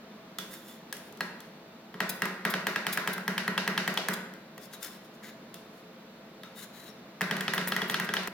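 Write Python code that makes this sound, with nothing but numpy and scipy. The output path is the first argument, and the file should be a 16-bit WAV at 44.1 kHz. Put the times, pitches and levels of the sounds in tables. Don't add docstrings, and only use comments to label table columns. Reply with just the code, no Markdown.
import sys
import numpy as np
from scipy import signal
from scipy.fft import rfft, irfft, next_fast_len
from scipy.io import wavfile
from scipy.ndimage import uniform_filter1d

SR = 44100
rng = np.random.default_rng(int(sys.argv[2]) if len(sys.argv) > 2 else 0)


def put_to_file(sound):
    columns = np.atleast_2d(sound).T
    safe = np.clip(columns, -1, 1)
    whole_steps = np.round(safe * 32767)
    wavfile.write(sys.argv[1], SR, whole_steps.astype(np.int16))


N = 367339
MIRROR = np.array([[1], [-1]])


def undb(db):
    return 10 ** (np.asarray(db) / 20)


def unit(x):
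    return x / np.sqrt(np.mean(x ** 2))


def curve(table, hz):
    point_hz, value = np.transpose(table)
    return np.interp(np.log(np.maximum(hz, 1)), np.log(point_hz), value)


def resonate(x, peaks):
    out = 0
    for hz, width_hz, db in peaks:
        b, a = signal.iirpeak(hz, hz / width_hz, SR)
        out = out + undb(db) * signal.lfilter(b, a, x)
    return out


def band(x, lo_hz, hi_hz):
    top_hz = min(hi_hz, .45 * SR)
    return signal.sosfilt(signal.butter(2, [lo_hz, top_hz], "band", fs=SR, output="sos"), x)


def walk(rate_hz):
    hold = int(SR / rate_hz)
    steps = np.repeat(rng.standard_normal(N // hold + 1), hold)
    return uniform_filter1d(steps, hold)[:N]


def panned(x, left_minus_right_db):
    return x * undb(MIRROR * left_minus_right_db / 2)


def add(out, start_s, x):
    i = int(start_s * SR)
    out[:, i:i + x.shape[1]] += x[:, :N - i]


def ring(starts, gain, modes, scatter_db, detune=0, phase=0, rise_s=1 / SR):
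    hz, db, t60, late_s = np.transpose(modes)[:, :, None]
    t = np.maximum(np.arange(SR // 2) / SR - late_s, 0)
    attack = 1 - np.exp(-t / rise_s)
    closing = np.cos(np.linspace(0, np.pi / 2, SR // 2)) ** .5
    fade = undb(db - 60 * t / t60) * attack * closing
    turns = 2 * np.pi * hz * t
    sines = np.sin(turns + phase) * fade
    chance = rng.standard_normal((len(starts), 2, len(modes)))
    weights = gain * undb(scatter_db * chance[:, 0])
    shifts = chance[:, 1, :, None]
    out = np.zeros((1, N))
    for start_s, weight, shift in zip(starts, weights, shifts):
        tuned = np.sin(turns * (1 + detune * shift) + phase) * fade if detune else sines
        add(out, start_s, (weight @ tuned)[None])
    return out


# start_s, crack_peak_db, thump_db, upper_ring_db, edge_brightness_db, upper_ring_hz,
# knock_db, then six levels, one per clank mode (db)
CHOP_EVENTS = [(0.3854, -35, -44, -23.5, -24.5, 3570, -39, -36.5, -51, -63, -68, -35, -54),
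               (0.9265, -37, -62, -26, -23.5, 3760, -37.5, -56, -34.5, -47, -56, -46, -48),
               (0.9674, -64.0, -54, -43.0, -36.0, 3760, -73, -55, -60, -50, -65, -61, -68),
               (1.1245, -85, -54, -46, -43.0, 3350, -75, -63, -65, -71, -75, -64, -69),
               (1.173, -65, -48, -47, -43.0, 3370, -69, -65, -75, -64, -74, -67, -80),
               (1.2068, -25, -43, -24.5, -31, 2820, -26, -33, -26, -30, -30.5, -60, -36),
               (1.404, -62.0, -70, -40, -39.5, 3580, -67, -55, -59, -59, -62, -56, -59),
               (1.942, -39, -42.5, -39.5, -49.0, 3320, -38, -49, -49, -44, -56, -50, -70),
               (2.0039, -19.5, -37, -20, -27.5, 2800, -23, -30, -32, -29, -35, -43, -39),
               (2.22, -17.5, -34, -22.5, -24.5, 2750, -25, -33, -27.5, -30, -31, -49, -46),
               (2.255, -27.5, -40, -30, -29.0, 2750, -29.5, -38.5, -34, -49, -52, -61, -57),
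               (2.451, -16.5, -33.5, -20.5, -25.5, 2750, -23.5, -34, -29, -39, -33, -39, -42),
               (2.539, -21, -39, -19, -28.5, 3230, -24.5, -37, -27, -35, -35, -37, -48),
               (2.6686, -18.5, -36, -21, -25, 3250, -22.5, -46, -30.5, -30, -41, -38, -42),
               (2.7596, -22, -38, -20.5, -30, 2780, -29, -31, -21, -39, -34, -44, -52),
               (2.8671, -18.5, -37, -19.5, -24.5, 3250, -25, -47, -32.5, -44, -41, -41, -55),
               (2.9737, -20, -40.5, -22.5, -25.5, 2700, -26.5, -29, -28, -40, -39, -50, -46),
               (3.075, -18.5, -35, -22, -24.5, 3350, -24, -40, -26, -31, -41, -39, -54),
               (3.1795, -35, -45, -37, -34.5, 3000, -32, -35, -39, -35, -57, -59, -55),
               (3.279, -19.5, -34, -23.5, -25, 3540, -24, -38, -28, -33, -46, -49, -44),
               (3.3793, -20.5, -51, -18.5, -25.5, 3120, -27, -40, -24, -43, -30, -33, -58),
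               (3.4783, -20, -34, -26.5, -28.0, 3220, -25, -30.5, -39, -26, -51, -47, -38),
               (3.5778, -22, -44, -17, -29, 3240, -23, -29, -22, -44, -27, -33, -46),
               (3.6768, -18.5, -35, -20.5, -24, 3220, -22.5, -38, -32, -36, -42, -35, -39),
               (3.7772, -20, -37, -15.5, -27, 3230, -24, -32, -27, -43, -27, -35, -40),
               (3.8771, -19.5, -36.5, -22.5, -24.5, 3200, -25.5, -39, -29, -26, -53, -47, -51),
               (3.94, -39, -77, -56, -31, 3200, -53, -56, -47, -52, -54, -61, -63),
               (3.9742, -26, -50, -15.5, -27.0, 3270, -23.5, -33, -53, -39, -40, -23, -50),
               (4.0853, -19, -35, -24, -20.5, 3540, -24.5, -40, -32, -32, -53, -49, -44),
               (4.3369, -52, -50.5, -45.5, -42, 3110, -56, -55, -62, -47, -78, -66, -72),
               (4.5787, -43, -50, -42, -39.5, 3590, -40.5, -57, -58, -50, -52, -70, -73),
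               (5.542, -48, -61, -36.5, -32, 3580, -53, -58, -61, -63, -51, -61, -54),
               (6.4339, -42, -71, -34, -43, 3700, -50, -47, -51, -47, -58, -50, -60),
               (7.2092, -20, -36, -28, -30.0, 2650, -24, -42, -29, -37, -36, -58, -67),
               (7.2157, -21, -39, -22, -27, 2810, -41, -40, -32, -37, -54, -55, -55),
               (7.3109, -21.5, -33.5, -21, -27.5, 3110, -25, -47, -29, -30, -38, -32, -60),
               (7.367, -29, -37, -27.5, -32, 3280, -34, -52, -39, -40, -46, -42, -54),
               (7.4081, -24.5, -46, -24, -28, 3170, -33, -44, -35, -40, -40, -32, -49),
               (7.48, -25.5, -36.5, -17.5, -35, 3160, -27.5, -29, -31, -42, -47, -34, -48),
               (7.536, -21, -40.5, -25, -25, 3540, -26, -43, -27, -28, -40, -45, -41),
               (7.5791, -23.0, -37, -19.5, -30.0, 3180, -25, -30, -30, -43, -40, -30, -56),
               (7.6129, -35, -40, -29, -37, 3080, -42, -40, -42, -39, -51, -49, -56),
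               (7.674, -24, -45, -44, -24.5, 3120, -32, -52, -42, -40, -51, -40, -48),
               (7.7205, -24.5, -36.5, -18, -30, 3200, -27, -29, -27, -39, -31, -35, -38),
               (7.7641, -20.5, -38, -23, -23.5, 3350, -29.5, -49, -41, -22, -53, -43, -50),
               (7.8177, -23.5, -33.5, -22.5, -32, 3260, -26.5, -48, -37, -40, -42, -27, -55),
               (7.898, -23, -36, -21.5, -22.5, 3470, -25.5, -39, -35.5, -36, -42, -41, -45),
               (7.9426, -25, -40.5, -17.5, -28.5, 3170, -27, -27, -26, -40, -32, -26, -36),
               (7.9986, -20, -37.5, -28, -26, 3330, -29.5, -45, -29, -33, -33, -51, -40),
               (8.09, -27, -35, -25, -41, 3070, -31, -39, -26, -40, -51, -33, -60),
               (8.1381, -22, -41, -22.5, -23.5, 3270, -26.5, -30, -27, -30, -38, -32, -41),
               (8.1675, -22.5, -40, -19, -59, 3240, -26.5, -41, -31, -45, -39, -30, -39),
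               (8.2327, -37, -45, -36, -37, 3280, -46, -49, -58, -59, -53, -51, -47),
               (8.2737, -25.5, -39, -32, -27.5, 3260, -31, -36, -38, -42, -52, -49, -50)]
# centre_hz, width_hz, level_db
EDGE_RESONANCES = [(6680, 2900, 21), (10160, 2000, 15), (13140, 3300, 18), (16000, 1500, -22)]
# centre_hz, width_hz, level_db
UPPER_RESONANCES = [(2700, 350, -2), (3110, 280, -1.5), (3311, 194, 0.5), (3613, 250, -1.5), (4320, 870, 2),
                    (5090, 440, 4)]
# pitch_hz, level_db, t60_s, arrival_s after the blow
PLATE_MODES = [(760, 4, 0.026, 0.023), (1080, -1.5, 0.37, 0.0027), (1235, -2, 0.45, .005),
               (1333, -2, .4, .008), (1410, 3.5, 0.5, 0.01), (1493, 7, 0.56, 0), (1580, 7.5, 0.73, .012),
               (1940, 15.5, 0.09, 0.025), (1800, -9, 0.23, .004), (2068, 1, 0.83, .004),
               (2185, -2, 0.39, 0.012), (3120, 1, 0.11, 0.0035), (3230, -5, .1, .004),
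               (1883, 6, .07, 0.014), (1730, 4, .07, .045)]
# pitch_hz, level_db, t60_s, arrival_s after the blow, after_ring_db relative to the mode
CLANK_MODES = [(1336, 8.5, 0.015, 0.002, -30), (1646, -2.5, 0.039, 0.0004, -8),
               (1928, 1.5, 0.027, 0.00065, -20), (2722, 0.5, 0.037, 0.0024, -11),
               (3334, 6.5, 0.015, 0.002, -29), (4210, 8.5, 0.018, 0.0026, -13)]
CRACK_HZ, CRACK_HZ_PER_DB = 1828, 7.5
RATTLE, FOCUS = .06, .5
RING_PAN_DB, CRACK_PAN_DB = 1, -2
DETUNE, LINGER_DETUNE = 0.0067, 0.011
LINGER_TIMES = 3.5
CLANK_RISE_S = 0.00027


def chops(contact_s=0.0032, plate_db=-32, clank_room_db=-4.5, apart_db=-3):
    near, far, t = np.zeros((2, N)), np.zeros((1, N)), np.arange(1024) / SR
    tick = 1. * (t == 0)
    landing = np.exp(-(t / contact_s) ** 2)
    spans = [(1, 1350, 2200), (-1, 400, 1350), (-1, 2300, 5200), (1, 5200, 17000)]
    broad = [sign * unit(band(tick, lo_hz, hi_hz)) for sign, lo_hz, hi_hz in spans]
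    for row, noise in zip(CHOP_EVENTS, rng.standard_normal((len(CHOP_EVENTS), 3, 1024))):
        start_s, crack_db, _, upper_db, edge_db, upper_hz, knock_db = row[:7]
        lean_db = np.clip(row[9] - row[8], -10, 10)
        low = [(CRACK_HZ + CRACK_HZ_PER_DB * lean_db, 450, 0)]
        high = [(upper_hz, 600, 0)]
        force = tick + RATTLE * noise[0] * landing
        crack = resonate(resonate(force, low), low)
        knock = band(force, 584, 1197)
        upper = resonate(resonate(resonate(force, high), UPPER_RESONANCES), UPPER_RESONANCES)
        edge = band(resonate(noise[1] * landing, EDGE_RESONANCES), 5000, 17500)
        layers = [(crack, crack_db, CRACK_PAN_DB), (knock, knock_db, CRACK_PAN_DB),
                  (upper, upper_db, RING_PAN_DB), (edge, edge_db, RING_PAN_DB)]
        apart = band(resonate(noise[2] * landing, EDGE_RESONANCES), 5000, 17500)
        add(near, start_s, undb(edge_db + apart_db) * apart / np.abs(apart).max() * MIRROR)
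        for (part, peak_db, pan_db), wide in zip(layers, broad):
            part = undb(peak_db) * part / np.abs(part).max()
            add(near, start_s, panned(part, pan_db))
            add(far, start_s, (np.std(part) * wide + FOCUS * part)[None])

    starts, crack_db = np.transpose(CHOP_EVENTS)[:2]
    plate = ring(starts, undb(crack_db + plate_db)[:, None], PLATE_MODES, 2.0, DETUNE)
    strengths = undb(np.array(CHOP_EVENTS)[:, 7:])
    struck = [mode[:4] for mode in CLANK_MODES]
    linger = [(hz, db + after_db, t60 * LINGER_TIMES, late_s) for hz, db, t60, late_s, after_db in CLANK_MODES]
    clank = ring(starts, strengths, struck, 0, phase=np.pi / 2, rise_s=CLANK_RISE_S)
    clank = clank + ring(starts, strengths, linger, 2.1, LINGER_DETUNE)
    return near + plate + clank, far + plate + undb(clank_room_db) * clank


# pitch_hz, level_db, t60_s, arrival_s after the blow
THUMP_MODES = [(159.9, -10, 1, 0.004), (181.2, -3, 1, 0.0035), (191.3, -2.5, 1, 0.0044),
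               (220.7, -7, 1, 0.00553), (244.7, -16, 0.87, 0.0045), (262, -18, 0.52, 0.0045),
               (300.6, -16, 0.51, 0.00306), (329.5, -16, .3, .003), (362, -14.5, 0.47, 0.00313),
               (378.8, -9.5, 0.71, 0.00251), (422.6, -4.5, 0.29, 0.0017), (433, -12, .4, 0.0014),
               (543, -18, 1, 0.00342), (611, -24, 0.74, 0.00304), (641, -24.5, 0.36, 0.00345),
               (696, -22, 0.25, 0.00354)]


def thumps(thump_db=-2):
    starts, _, low_db = np.transpose(CHOP_EVENTS)[:3]
    return ring(starts, undb(low_db + thump_db)[:, None], THUMP_MODES, 1.0)


# start_s, level_db of the hiss above 9 kHz,
# length_s before the quick fade, lower_hiss_db relative to the hiss above
SCUFF_EVENTS = [(2.091, -20, 0.016, -2.5), (2.498, -25.5, 0.025, -4), (2.924, -21, 0.061, -3.5),
                (3.129, -26.5, 0.011, -3.5), (4.132, -28, 0.01, 2), (7.54, -31, 0.023, -9),
                (7.677, -24.5, 0.018, -8), (7.877, -38, 0.022, -6), (7.906, -30, 0.015, -15),
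                (7.997, -49, 0.014, -9), (8.042, -36.5, 0.016, -0.5)]
# centre_hz, width_hz, level_db
GLANCE_RESONANCES = [(2430, 100, 8.5), (3570, 93, 9.5), (4010, 70, 13), (4990, 90, 6)]
SCUFF_PAN_DB = 2


def scuffs(bright, grit, tail_s=0.0039):
    out = np.zeros((2, N))
    t = np.arange(4096) / SR
    for start_s, db, length_s, lower_db in SCUFF_EVENTS:
        onset = np.minimum(t / 0.0065, 1)
        fade = np.exp(-t / 0.011) * np.exp(-np.maximum(t - length_s, 0) / tail_s)
        i = int(start_s * SR)
        rough, steel = grit[i:i + 4096], bright[i:i + 4096]
        lower = band(steel, 1600, 12700) + resonate(rough, GLANCE_RESONANCES)
        rub = band(steel, 8940, SR / 2) + undb(lower_db) * lower
        add(out, start_s, panned(undb(db) * onset * fade * rub, SCUFF_PAN_DB))
    return out


# full_level_s, rise_s, hold_s, fall_s,
# level_db, plate_share_db, squeal_share_db, squeal_hz, left_minus_right_db, rasp_share_db,
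# grit_centre_hz, grit_share_db
SLIDE_EVENTS = [(0.385, .004, 0.018, 0.14, -54.5, 2, 6.5, 3486, -14, -7, 5300, -11),
                (0.532, 0.15, 0.013, 0.22, -49.5, -5, -6, 3620, -4, -12, 7100, -11),
                (0.69, 0.14, .015, 0.2, -53.5, -4, -7, 3500, -2, -15, 7150, -10),
                (0.945, 0.011, 0.031, .12, -67, -8, -6, 3700, 3, -12, 5300, -9),
                (1.05, .15, .03, .1, -63, -10, -13, 3600, -4, -15, 5300, -9),
                (4.618, .03, 0.041, .04, -54.5, -20, -9, 3500, 9, -15, 5200, -9),
                (4.739, 0.042, .004, 0.056, -46, -0.5, -7, 3870, 6, -6, 6500, -8),
                (4.83, 0.052, 0.032, 0.097, -44, -3, -13, 3550, 6, -10, 5400, -10),
                (4.923, .08, 0.033, 0.11, -59.5, -2, -12, 3630, 1, -4, 5300, -8),
                (5.047, 0.093, .01, .06, -66, -8, -14, 3600, 8, -12, 5300, -6),
                (5.14, .02, .015, .03, -68, -12, -20, 3600, 4, -15, 6500, -3),
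                (5.237, 0.04, 0.061, 0.07, -57, 4, -18, 3840, 3, 3, 6800, -4),
                (5.546, .006, 0.0042, 0.13, -62, -10, 2, 3570, 3, -12, 5300, -9),
                (5.768, 0.19, 0.017, 0.11, -65, -5, -7, 3560, 5, -12, 5300, -13),
                (6.434, 0.0039, 0.02, 0.13, -71.5, 3, 12, 3730, 8, 0, 5300, -6),
                (6.437, .01, 0.027, .12, -75, -9, 19, 1368, 4, -9, 2350, 4),
                (6.573, 0.065, 0.03, .08, -52, -3, -6, 3750, 6, -11, 6750, -13),
                (6.628, 0.068, 0.017, 0.036, -49.5, -4, -5, 4030, 7, -8, 6700, -8),
                (6.741, 0.045, 0.1, .08, -59, -1, -2.5, 3990, 7, -5, 6800, -8),
                (6.866, 0.039, 0.025, 0.035, -58.5, -1, 2.5, 3900, 9, -8, 3050, -2),
                (6.88, .02, .03, .03, -70, -6, 9, 5550, 8, -9, 6600, -3)]
SWELL_DB = 41.5
SAG = 0.082
OVERTONE, OVERTONE_DB = 1.67, -12
SQUEAL_WIDTH_HZ = 200


def slides(bright, grit):
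    out = np.zeros((2, N))
    murmur = resonate(grit, [(1620, 150, 1.9), (1950, 300, 4.1)])
    dull = unit(band(grit, 1220, 2400) + undb(4.5) * band(grit, 2250, 5140) + murmur)
    rasp = unit(band(band(grit[::-1], 1450, 2320), 1450, 2320))
    slow = signal.butter(2, SQUEAL_WIDTH_HZ / 2, fs=SR, output="sos")
    flutter = unit(signal.sosfilt(slow, grit)) + 1j * unit(signal.sosfilt(slow, grit[::-1]))
    catch = undb(0.8 * walk(60) + 2.0 * walk(300))
    for (full_s, rise_s, hold_s, fall_s, db, plate_db, squeal_db, squeal_hz,
         pan_db, rasp_db, grit_hz, grit_db) in SLIDE_EVENTS:
        first = max(int((full_s - 1.5 * rise_s) * SR), 0)
        i = np.arange(first, int((full_s + hold_s + 1.5 * fall_s) * SR))
        t = i / SR
        rising = np.maximum(full_s - t, 0) / max(rise_s, 1e-3)
        falling = np.maximum(t - full_s - hold_s, 0) / max(fall_s, 1e-3)
        off = rising + falling
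        turn = 2j * np.pi * np.cumsum(squeal_hz * (1 - SAG * off)) / SR
        partial = undb(OVERTONE_DB) * flutter[-i] * np.exp(OVERTONE * turn)
        squeal = np.real(flutter[i] * np.exp(turn) + partial)
        grain = unit(resonate(grit[-i], [(grit_hz, 600, 0)]))
        scrape = bright[i] + undb(plate_db) * dull[i] + undb(rasp_db) * rasp[i] + undb(grit_db) * grain
        rub = catch[i] * scrape + undb(squeal_db) * squeal
        out[:, i] += panned(undb(db - SWELL_DB * off) * rub, pan_db)
    return out


# centre_hz, width_hz, level_db
BLADE_RESONANCES = [(5290, 1000, 3.5), (6400, 400, 2), (7220, 300, 5.5), (9600, 1500, 3),
                    (11200, 1000, 0.5), (12540, 500, 2.5), (13500, 500, 4.5), (14400, 290, 5)]


def friction():
    bursts_db = 2.0 * rng.exponential(1, N) + 1.1 * walk(110)
    grit = unit(rng.standard_normal(N) * undb(bursts_db))
    low_hiss = band(grit, 4300, 11000)
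    high_hiss = band(np.roll(grit, SR), 11000, 17000)
    bright = unit(resonate(grit, BLADE_RESONANCES) + undb(-6.0) * low_hiss + undb(-12.0) * high_hiss)
    return grit, bright


# centre_hz, level_db, t60_s, side_minus_mid_db
ROOM_BANDS = [(245, -9, 1, -48), (497, -13, 1, -11), (850, -9.5, 0.74, -5.5), (2430, -15.5, 0.72, -2),
              (4310, -13, 0.54, 1.5), (9200, -14.5, 0.51, 5), (13100, -12.5, 0.39, -4)]


def room(x, first_echo_s=0.0012):
    t, tail = np.arange(SR // 2) / SR, 0
    for hz, db, t60, side_db in ROOM_BANDS:
        lo_hz, hi_hz = hz / np.sqrt(2), hz * np.sqrt(2)
        mid, side = (unit(band(rng.standard_normal(len(t)), lo_hz, hi_hz)) for _ in range(2))
        onset = np.clip(t / first_echo_s, 0, 1) ** 2
        decay = undb(db - 60 * t / t60) * onset / np.sqrt(t60 * SR / 14)
        tail = tail + decay * (mid + undb(side_db) * side * MIRROR)
    return signal.fftconvolve(x.mean(0)[None], tail, axes=1)[:, :N]


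# frequency_hz, level_db per Hz
AIR_SPECTRUM = [(18, -70), (30, -60), (70, -53), (119, -13), (225, 2.5), (257, -6), (437, -10.5),
                (555, -12), (651, -9.5), (724, -13), (1080, -14.5), (1600, -17.5), (4390, -28), (8310, -44),
                (14100, -40), (17000, -40)]
# frequency_hz, side_minus_mid_db
AIR_SPREAD = [(60, -15), (110, -22), (200, -38), (380, -10), (700, -7.5), (1290, -5), (2380, -1.5),
              (4400, 2.5), (8120, 7), (15000, -4)]
# centre_hz, width_hz, level_db
DRONE_BANDS = [(56, 27, -78), (193, 17, -66), (332.4, 18, -64), (434, 6.6, -64.5), (527.7, 7, -63),
               (656.5, 15, -64), (3580, 28, -74), (3950, 28, -75), (4340, 19, -76), (12040, 150, -81),
               (14300, 200, -80)]
AIR_DB = -51


def chiller():
    size = next_fast_len(N)
    hz = np.arange(size // 2 + 1) * SR / size
    mid, side = rfft(rng.standard_normal((2, size))) * undb(curve(AIR_SPECTRUM, hz))
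    side = side * undb(curve(AIR_SPREAD, hz))
    pair = irfft(mid + side * MIRROR, size)[:, :N]
    air = pair / np.std(pair.mean(0)) * undb(AIR_DB + 0.55 * walk(2.37))
    drone = 0
    for centre_hz, width_hz, db in DRONE_BANDS:
        drone = drone + undb(db) * unit(resonate(rng.standard_normal(N), [(centre_hz, width_hz, 0)]))
    return air + drone


HUSH_S, HUSH_DB = 8.284, -9
RIGHT_LAG = 2


def scene():
    grit, bright = friction()
    near, far = chops()
    rubs = scuffs(bright, grit) + slides(bright, grit)
    steel = near + rubs + room(far + undb(-3.0) * rubs) + thumps()
    steel = signal.sosfilt(signal.butter(6, 138, "high", fs=SR, output="sos"), steel)
    steel *= undb(HUSH_DB * np.clip((np.arange(N) / SR - HUSH_S) / 0.0021, 0, 1))
    body = signal.sosfiltfilt(signal.butter(2, 6000, fs=SR, output="sos"), steel[1])
    steel[1] += np.roll(body, RIGHT_LAG) - body
    return steel + chiller()


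SHELF_HZ, TOP_HZ = 17100, 17900


def record(dry):
    below = signal.sosfilt(signal.cheby2(8, 25, SHELF_HZ, fs=SR, output="sos"), dry)
    return signal.sosfilt(signal.ellip(8, .2, 70, TOP_HZ, fs=SR, output="sos"), below)


dry = scene()
out = record(dry)
put_to_file(out)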